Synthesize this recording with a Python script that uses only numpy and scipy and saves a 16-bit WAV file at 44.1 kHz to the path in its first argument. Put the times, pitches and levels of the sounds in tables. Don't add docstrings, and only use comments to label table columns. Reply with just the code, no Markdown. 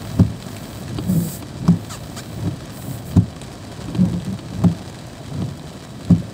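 import sys
import numpy as np
from scipy import signal
from scipy.fft import rfft, irfft
from scipy.io import wavfile
from scipy.ndimage import uniform_filter1d

SR = 44100
rng = np.random.default_rng(int(sys.argv[2]) if len(sys.argv) > 2 else 0)


def unload_wav(signal):
    wavfile.write(
        sys.argv[1],
        SR,
        np.round(np.clip(np.atleast_2d(signal).T, -1, 1) * 32767).astype(np.int16),
    )


N = 279153
TIME = np.arange(N) / SR

# (frequency [Hz], level [dB])
GLASS_TONE = [(400, -4), (850, 2.5), (1100, 3), (1900, 0), (2400, -3), (3900, -.7), (4800, -2.5),
              (5600, -6), (6500, -8), (8100, -5.5), (10500, -18.5), (12700, -23), (15000, -20),
              (16000, -22)]
# (frequency [Hz], level [dB])
SPLASH_TONE = [(800, -12), (2000, -4), (4000, 0), (6000, -1), (8000, 0), (11000, -9), (15000, -14)]
# (frequency [Hz], level [dB])
ROOF_TONE = [(25, -21), (40, -11), (52, 1.5), (68, -6), (110, 2), (200, 0), (310, -2.5), (470, -10),
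             (660, -5.5), (850, -16), (1400, -23), (2500, -52.5)]
# (time [s], level [dB], treble [dB])
BIG_DROPS = [(0.0727, -27, -3), (0.4249, -23.5, -5), (0.5668, -25.5, -2), (3.3278, -29, -18),
             (3.4155, -22, 3), (3.442, -34, -8), (3.8415, -31, -2), (4.201, -28, -10), (4.2479, -25.5, 7),
             (4.9891, -27.5, -5), (5.5956, -29, -11), (6.0497, -24.5, -2), (6.182, -31.5, 1)]
# (frequency [Hz], level [dB])
DRAG_TONE = [(30, -52.5), (62, -8), (80, -4), (108, 4.5), (140, 2.0), (180, -1.5), (250, -7.0),
             (400, -18), (520, -21), (750, -28), (1500, -39.5), (4000, -60)]
# (middle [s], level [dB])
GRIPS = [(.22, -26), (0.961, -29.5), (1.69, -25), (2.45, -26.5), (3.19, -29.5), (3.92, -33.5), (4.64, -24),
         (5.411, -25), (6.149, -28.5)]
# (start [s], length [s], attack [s], release [s], level [dB])
FILM_PATCHES = [(-.1, 0.5, .1, 0.23, -45.5), (.33, 0.56, 0.17, 0.089, -44.5), (.96, 0.19, 0.07, .06, -45),
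                (1.072, 0.37, 0.038, 0.089, -31), (1.733, 0.89, 0.074, 0.27, -48.5),
                (2.7, 0.37, .06, 0.13, -37.5), (3.037, 0.14, 0.035, 0.087, -37.5)]
# (frequency [Hz], level [dB])
SPRAY_TONE = [(2000, -26), (4000, -15.5), (5000, -17), (6000, -18), (7200, -6), (8100, 2), (8800, -4),
              (10300, -8.5), (11400, -3), (12500, -8.5), (15000, -0.5), (16000, 2.5)]
# (frequency [Hz], level [dB])
THICK_FILM_TONE = [(2000, -30), (4000, -11), (4700, 0), (5800, -9), (7000, -0.5), (8200, 0), (10000, -12),
                   (16000, -23)]
# (middle [s], length [s], slip rate [Hz], level [dB])
JUDDER_BURSTS = [(1.1, .08, 186, -18), (1.162, .09, 163, -17.5), (1.225, .13, 166, -22),
                 (2.901, .13, 135, -29), (4.03, .11, 184, -13), (4.09, .09, 218, -26.5),
                 (4.155, .11, 173, -22), (4.305, .12, 191, -23.5)]
# (frequency [Hz], level [dB])
SLIP_TONE = [(30, -40), (60, -21), (85, -14), (175, 5), (350, -15.5), (440, -27), (530, -16.5), (750, -47),
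             (1500, -54)]
# (start [s], length [s], first pitch [Hz], last pitch [Hz], level [dB])
SQUELCH_GLIDES = [(1.891, 0.086, 1497, 1020, -31.5), (2.161, .054, 1064, 1910, -31)]
# (pitch ratio [1], level [dB])
SQUELCH_MODES = [(.48, -3), (1, 1), (1.48, -6.5), (2.35, -4.5), (3.15, -6), (4.6, -13)]
# (frequency [Hz], level [dB])
SQUELCH_TONE = [(1000, 0.5), (2200, -8), (2900, -6), (4600, 2), (6000, -4), (7200, 4.5), (8200, 2),
                (10000, -11), (16000, -12)]
# (time [s], knock [dB], pitch [Hz], click [dB])
LINKAGE_KNOCKS = [(.985, -15.5, 304, -24), (1.425, -26, 295, -30), (2.477, -17.5, 301, -37),
                  (3.883, -22.5, 285, -31.5), (3.948, -16, 303, -26), (4.131, -20.5, 298, -37),
                  (4.389, -26.5, 295, -29.5), (5.419, -20, 309, -30.5)]
# (frequency [Hz], level [dB])
CLICK_TONE = [(400, -4), (800, 6), (1150, 9), (1700, -6), (3200, 2.5), (4600, -1), (6000, -25), (8500, -10),
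              (12000, -31), (16000, -24)]
# (time [s], blow [dB], extra cabin boom [dB], extra windscreen ring [dB],
# slap [dB], blow to slap [s], slap to second blade's clack [s])
FLIPS = [(.187, 0.5, 2, -6.5, -20.5, 0.0071, 0.0046), (1.676, -7.5, -2.5, 7.5, -16.5, 0.0033, 0.0043),
         (2.451, -17, 3.5, -4.5, -31, 0.0011, 0.022), (3.159, 0.5, 2, -5, -18.5, .008, 0.0041),
         (4.635, -4.5, -4.5, 1.5, -19.5, 0.0029, 0.00405), (5.397, -16.5, 3, -0.5, -33, 0.0037, 0.021),
         (6.097, -1, -1.5, 1, -23, 0.0063, 0.0029)]
# (frequency [Hz], level [dB], T60 [s])
THUMP_MODES = [(80.4, -13, 0.34), (100.7, 1, 0.18), (111.6, -11, 0.35), (129, -4.5, 0.16), (169, 5, 0.19),
               (185.5, -1, 0.18), (240, -3, 0.15), (281.2, -6.5, 0.14), (376.7, -13, 0.14),
               (397, -13, 0.065), (530.4, -21.5, 0.14), (628, -10, 0.036)]
# (frequency [Hz], level [dB])
SLAP_TONE = [(200, -24), (400, 7.5), (800, -3), (1200, 8), (1700, -11.5), (3500, -20.5), (5000, -9.5),
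             (8000, -13), (11000, -26.5), (16000, -21)]
# (frequency [Hz], level [dB])
CLACK_TONE = [(200, -29), (400, 7.5), (500, -1), (650, 7), (830, 7.5), (1000, -13.5), (1180, -7),
              (1350, -13), (1700, -19), (3500, -21), (8000, -47), (16000, -44)]
# (delay [s], gain [1])
WINDOW_ECHOES = [(.0013, 0.2), (.0029, -0.15), (.0047, 0.12), (.0071, -0.14)]


def gain_of(db):
    return 10 ** (np.asarray(db) / 20)


def unit_rms(x):
    return x / np.sqrt(np.mean(x ** 2) + 1e-20)


def add(mix, start_s, sound):
    part = mix[max(round(start_s * SR), 0):][:len(sound)]
    part += sound[:len(part)]


def colour(x, tone, size=4096):
    hz, db = np.transpose(tone)
    bin_hz = abs(np.fft.fftfreq(size, 1 / SR))
    log_gain = np.log(gain_of(np.interp(np.log(bin_hz + 1), np.log(hz), db)))
    impulse = np.fft.ifft(np.exp(np.conj(signal.hilbert(log_gain)))).real[:size // 2]
    return signal.oaconvolve(x, impulse / np.linalg.norm(impulse))[:len(x)]


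def wander(n, rate_hz):
    hz = np.fft.rfftfreq(N, 1 / SR)
    spectrum = rfft(rng.standard_normal(N)) / (1 + (hz / rate_hz) ** 4)
    return unit_rms(irfft(spectrum, N))[:n]


def resonate(x, hz, width_hz=100):
    carrier = np.exp(2j * np.pi * np.cumsum(hz) / SR)
    pole = np.exp(-np.pi * width_hz / SR)
    return 2 * (carrier * signal.lfilter([1 - pole], [1, -pole], x / carrier)).real


def patter(per_s, spread_db, max_spreads):
    size = gain_of(spread_db * np.minimum(rng.exponential(1, N), max_spreads))
    return size * rng.choice([-1, 1], N) * (rng.random(N) < per_s / SR)


def spatter(impacts, tone, wet, decay_s):
    pole = np.exp(-2 / (decay_s * SR))
    power = signal.lfilter([1 - pole], [1, -pole], impacts ** 2)
    tails = wet * np.sqrt(power) * rng.standard_normal(N)
    return unit_rms(colour(impacts + tails, tone))


def rain(base_db=-47, ease_db_per_s=0.4238, gust_db=0.44):
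    level = gain_of(base_db - ease_db_per_s * TIME + gust_db * wander(N, rate_hz=0.85))
    ticks = spatter(patter(per_s=520, spread_db=5, max_spreads=3.75), GLASS_TONE, wet=.87, decay_s=.0054)
    splashes = spatter(patter(per_s=45, spread_db=4, max_spreads=2.2), SPLASH_TONE, wet=1, decay_s=.002)
    wash = unit_rms(colour(rng.standard_normal(N), GLASS_TONE)) * gain_of(0.58 * wander(N, rate_hz=6.8))
    roof = spatter(patter(per_s=380, spread_db=0.5, max_spreads=5), ROOF_TONE, wet=.87, decay_s=.0081)
    return level * (gain_of(2) * (ticks + .4 * splashes) + gain_of(1.5) * wash + gain_of(12) * roof)


def big_drops():
    out, t = np.zeros(N), TIME[:SR // 12]
    for time_s, db, treble_db in BIG_DROPS:
        splash = rng.standard_normal(len(t)) * (np.exp(-t / 0.0013) + 0.065 * np.exp(-t / 0.036))
        tone = [(300, -2.0), (1100, -6.0), (2300, -5.5), (3800, 1.5),
                (6000, -16 + treble_db / 2), (8000, treble_db), (12000, treble_db - 20)]
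        pat = 0.38 * np.sin(2 * np.pi * rng.uniform(490, 820) * t) * np.exp(-t / 0.0075)
        add(out, time_s, gain_of(db - 3) * (colour(splash, tone) + pat))
    return out


def drag(sweep_db=-35, clearing_db_per_s=.5, grip_half_width_s=0.094, judder_offset_db=-7):
    level = gain_of(sweep_db - clearing_db_per_s * TIME)
    for middle_s, db in GRIPS:
        level += gain_of(db) * np.exp(-((TIME - middle_s) / grip_half_width_s) ** 2)
    for middle_s, length_s, _, db in JUDDER_BURSTS:
        level += gain_of(db + judder_offset_db) * np.exp(-((TIME - middle_s) / (0.47 * length_s)) ** 2)
    rumble = unit_rms(colour(rng.standard_normal(N), DRAG_TONE))
    rumble /= np.sqrt(uniform_filter1d(rumble ** 2, size=1500) + 0.033)
    return level * rumble


def film_hiss(wiped_db=-60, build_db=5, thick_db=-29):
    level = np.full(N, gain_of(wiped_db))
    for start_s, length_s, attack_s, release_s, db in FILM_PATCHES:
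        t = np.clip(TIME - start_s, 0, length_s)
        gate = np.minimum(t / attack_s, 1) * np.minimum((length_s - t) / release_s, 1) ** 2
        level += gate * gain_of(db + build_db * (t / length_s - .5))
    spray = unit_rms(colour(patter(per_s=14000, spread_db=2.5, max_spreads=4.1), SPRAY_TONE))
    low_hiss = gain_of(-9.5) * unit_rms(colour(rng.standard_normal(N), THICK_FILM_TONE))
    thickness = level / gain_of(thick_db)
    return level * (spray + thickness ** 2 * low_hiss)


def judders(sag_per_s=0.58, jitter=.02, roughness=.48, flutter_db=1):
    out = np.zeros(N)
    for middle_s, length_s, hz, db in JUDDER_BURSTS:
        t = np.arange(-length_s / 2, length_s / 2, 1 / SR)
        slip_hz = hz * (1 - sag_per_s * t) * (1 + jitter * wander(len(t), rate_hz=70))
        cycles = np.cumsum(slip_hz) / SR
        slips = unit_rms(sum(np.cos(2 * np.pi * k * cycles) for k in range(1, 10)))
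        puffs = unit_rms(rng.standard_normal(len(t)) * (0.16 + np.exp(-(cycles % 1) / 0.54)))
        flutter = gain_of(flutter_db * wander(len(t), rate_hz=82))
        burst = unit_rms(colour((slips + roughness * puffs) * flutter, SLIP_TONE))
        add(out, middle_s - length_s / 2, gain_of(db) * burst * np.cos(np.pi * t / length_s))
    return out


def squelches(ring_gain=.48):
    out = np.zeros(N)
    for start_s, length_s, first_hz, last_hz, db in SQUELCH_GLIDES:
        t = np.arange(0, length_s, 1 / SR)
        friction = rng.standard_normal(len(t))
        glide_hz = np.geomspace(first_hz, last_hz, len(t))
        rings = np.zeros(len(t))
        for ratio, mode_db in SQUELCH_MODES:
            hz = ratio * glide_hz
            rings += gain_of(mode_db) * unit_rms(resonate(resonate(friction, hz), hz))
        hiss = unit_rms(colour(rng.standard_normal(len(t)), SQUELCH_TONE))
        swell = np.sin(np.pi * (t / length_s) ** 0.76)
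        add(out, start_s, gain_of(db) * swell * unit_rms(ring_gain * rings + hiss))
    return out


def linkage_knocks():
    out, t = np.zeros(N), TIME[:SR // 8]
    envelope = np.exp(-t / 0.012) * (1 - np.exp(-t / 0.0015))
    for time_s, knock_db, hz, click_db in LINKAGE_KNOCKS:
        ring = np.sin(2 * np.pi * hz * t) - 0.26 * np.sin(2 * np.pi * hz * 1.257 * t)
        click = colour(rng.standard_normal(len(t)) * np.exp(-t / 0.0046), CLICK_TONE)
        add(out, time_s, gain_of(knock_db) * envelope * ring + gain_of(click_db) * click)
    return out


def blade_flips():
    out, t = np.zeros(N), TIME[:SR // 3]
    swell = 1 - np.exp(-t / 0.02)
    burst = (np.exp(-t / 0.0026) + 0.17 * np.exp(-t / 0.011)) * (1 - np.exp(-t / 0.00047))
    pitch_ratio = 1 + 0.056 * np.exp(-t / 0.014)
    warped_s = np.cumsum(pitch_ratio) / SR
    for time_s, blow_db, boom_db, ring_db, slap_db, delay_s, gap_s in FLIPS:
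        for k, (hz, mode_db, t60_s) in enumerate(THUMP_MODES):
            extra_db = boom_db * (k < 4) + ring_db * (k == 4)
            decay = gain_of(blow_db + mode_db + extra_db - 60 * t / t60_s)
            add(out, time_s, (-1) ** k * decay * swell * np.sin(2 * np.pi * hz * warped_s))
        slap = colour(burst * rng.standard_normal(len(t)), SLAP_TONE)
        clack = colour(burst * rng.standard_normal(len(t)), CLACK_TONE)
        add(out, time_s + delay_s, gain_of(slap_db - 1.5) * slap)
        add(out, time_s + delay_s + gap_s, gain_of(slap_db + 2.5) * clack)
    return out


def window_echoes(x, highpass_hz=1500):
    out = x.copy()
    treble = signal.sosfilt(signal.butter(2, highpass_hz, "high", fs=SR, output="sos"), x)
    for delay_s, gain in WINDOW_ECHOES:
        add(out, delay_s, gain * treble)
    return out


def scene():
    weather = rain() + big_drops()
    impacts = blade_flips() + linkage_knocks()
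    rubbing = drag() + film_hiss() + judders() + squelches()
    return window_echoes(weather + impacts + rubbing)[None]


def record(dry, ceiling_db=-1.7, recovery_db_per_s=15, lowpass_hz=15650):
    over_db = np.maximum(20 * np.log10(abs(dry[0]) + 1e-9) - ceiling_db, 0)
    recovery_db = recovery_db_per_s * TIME
    held_db = np.maximum.accumulate(over_db + recovery_db) - recovery_db
    limited = dry / gain_of(uniform_filter1d(held_db, size=100))
    lowpass = signal.firwin(511, lowpass_hz, window=("kaiser", 9), fs=SR)
    return signal.oaconvolve(limited, lowpass[None], "same")


dry = scene()
out = record(dry)
unload_wav(out)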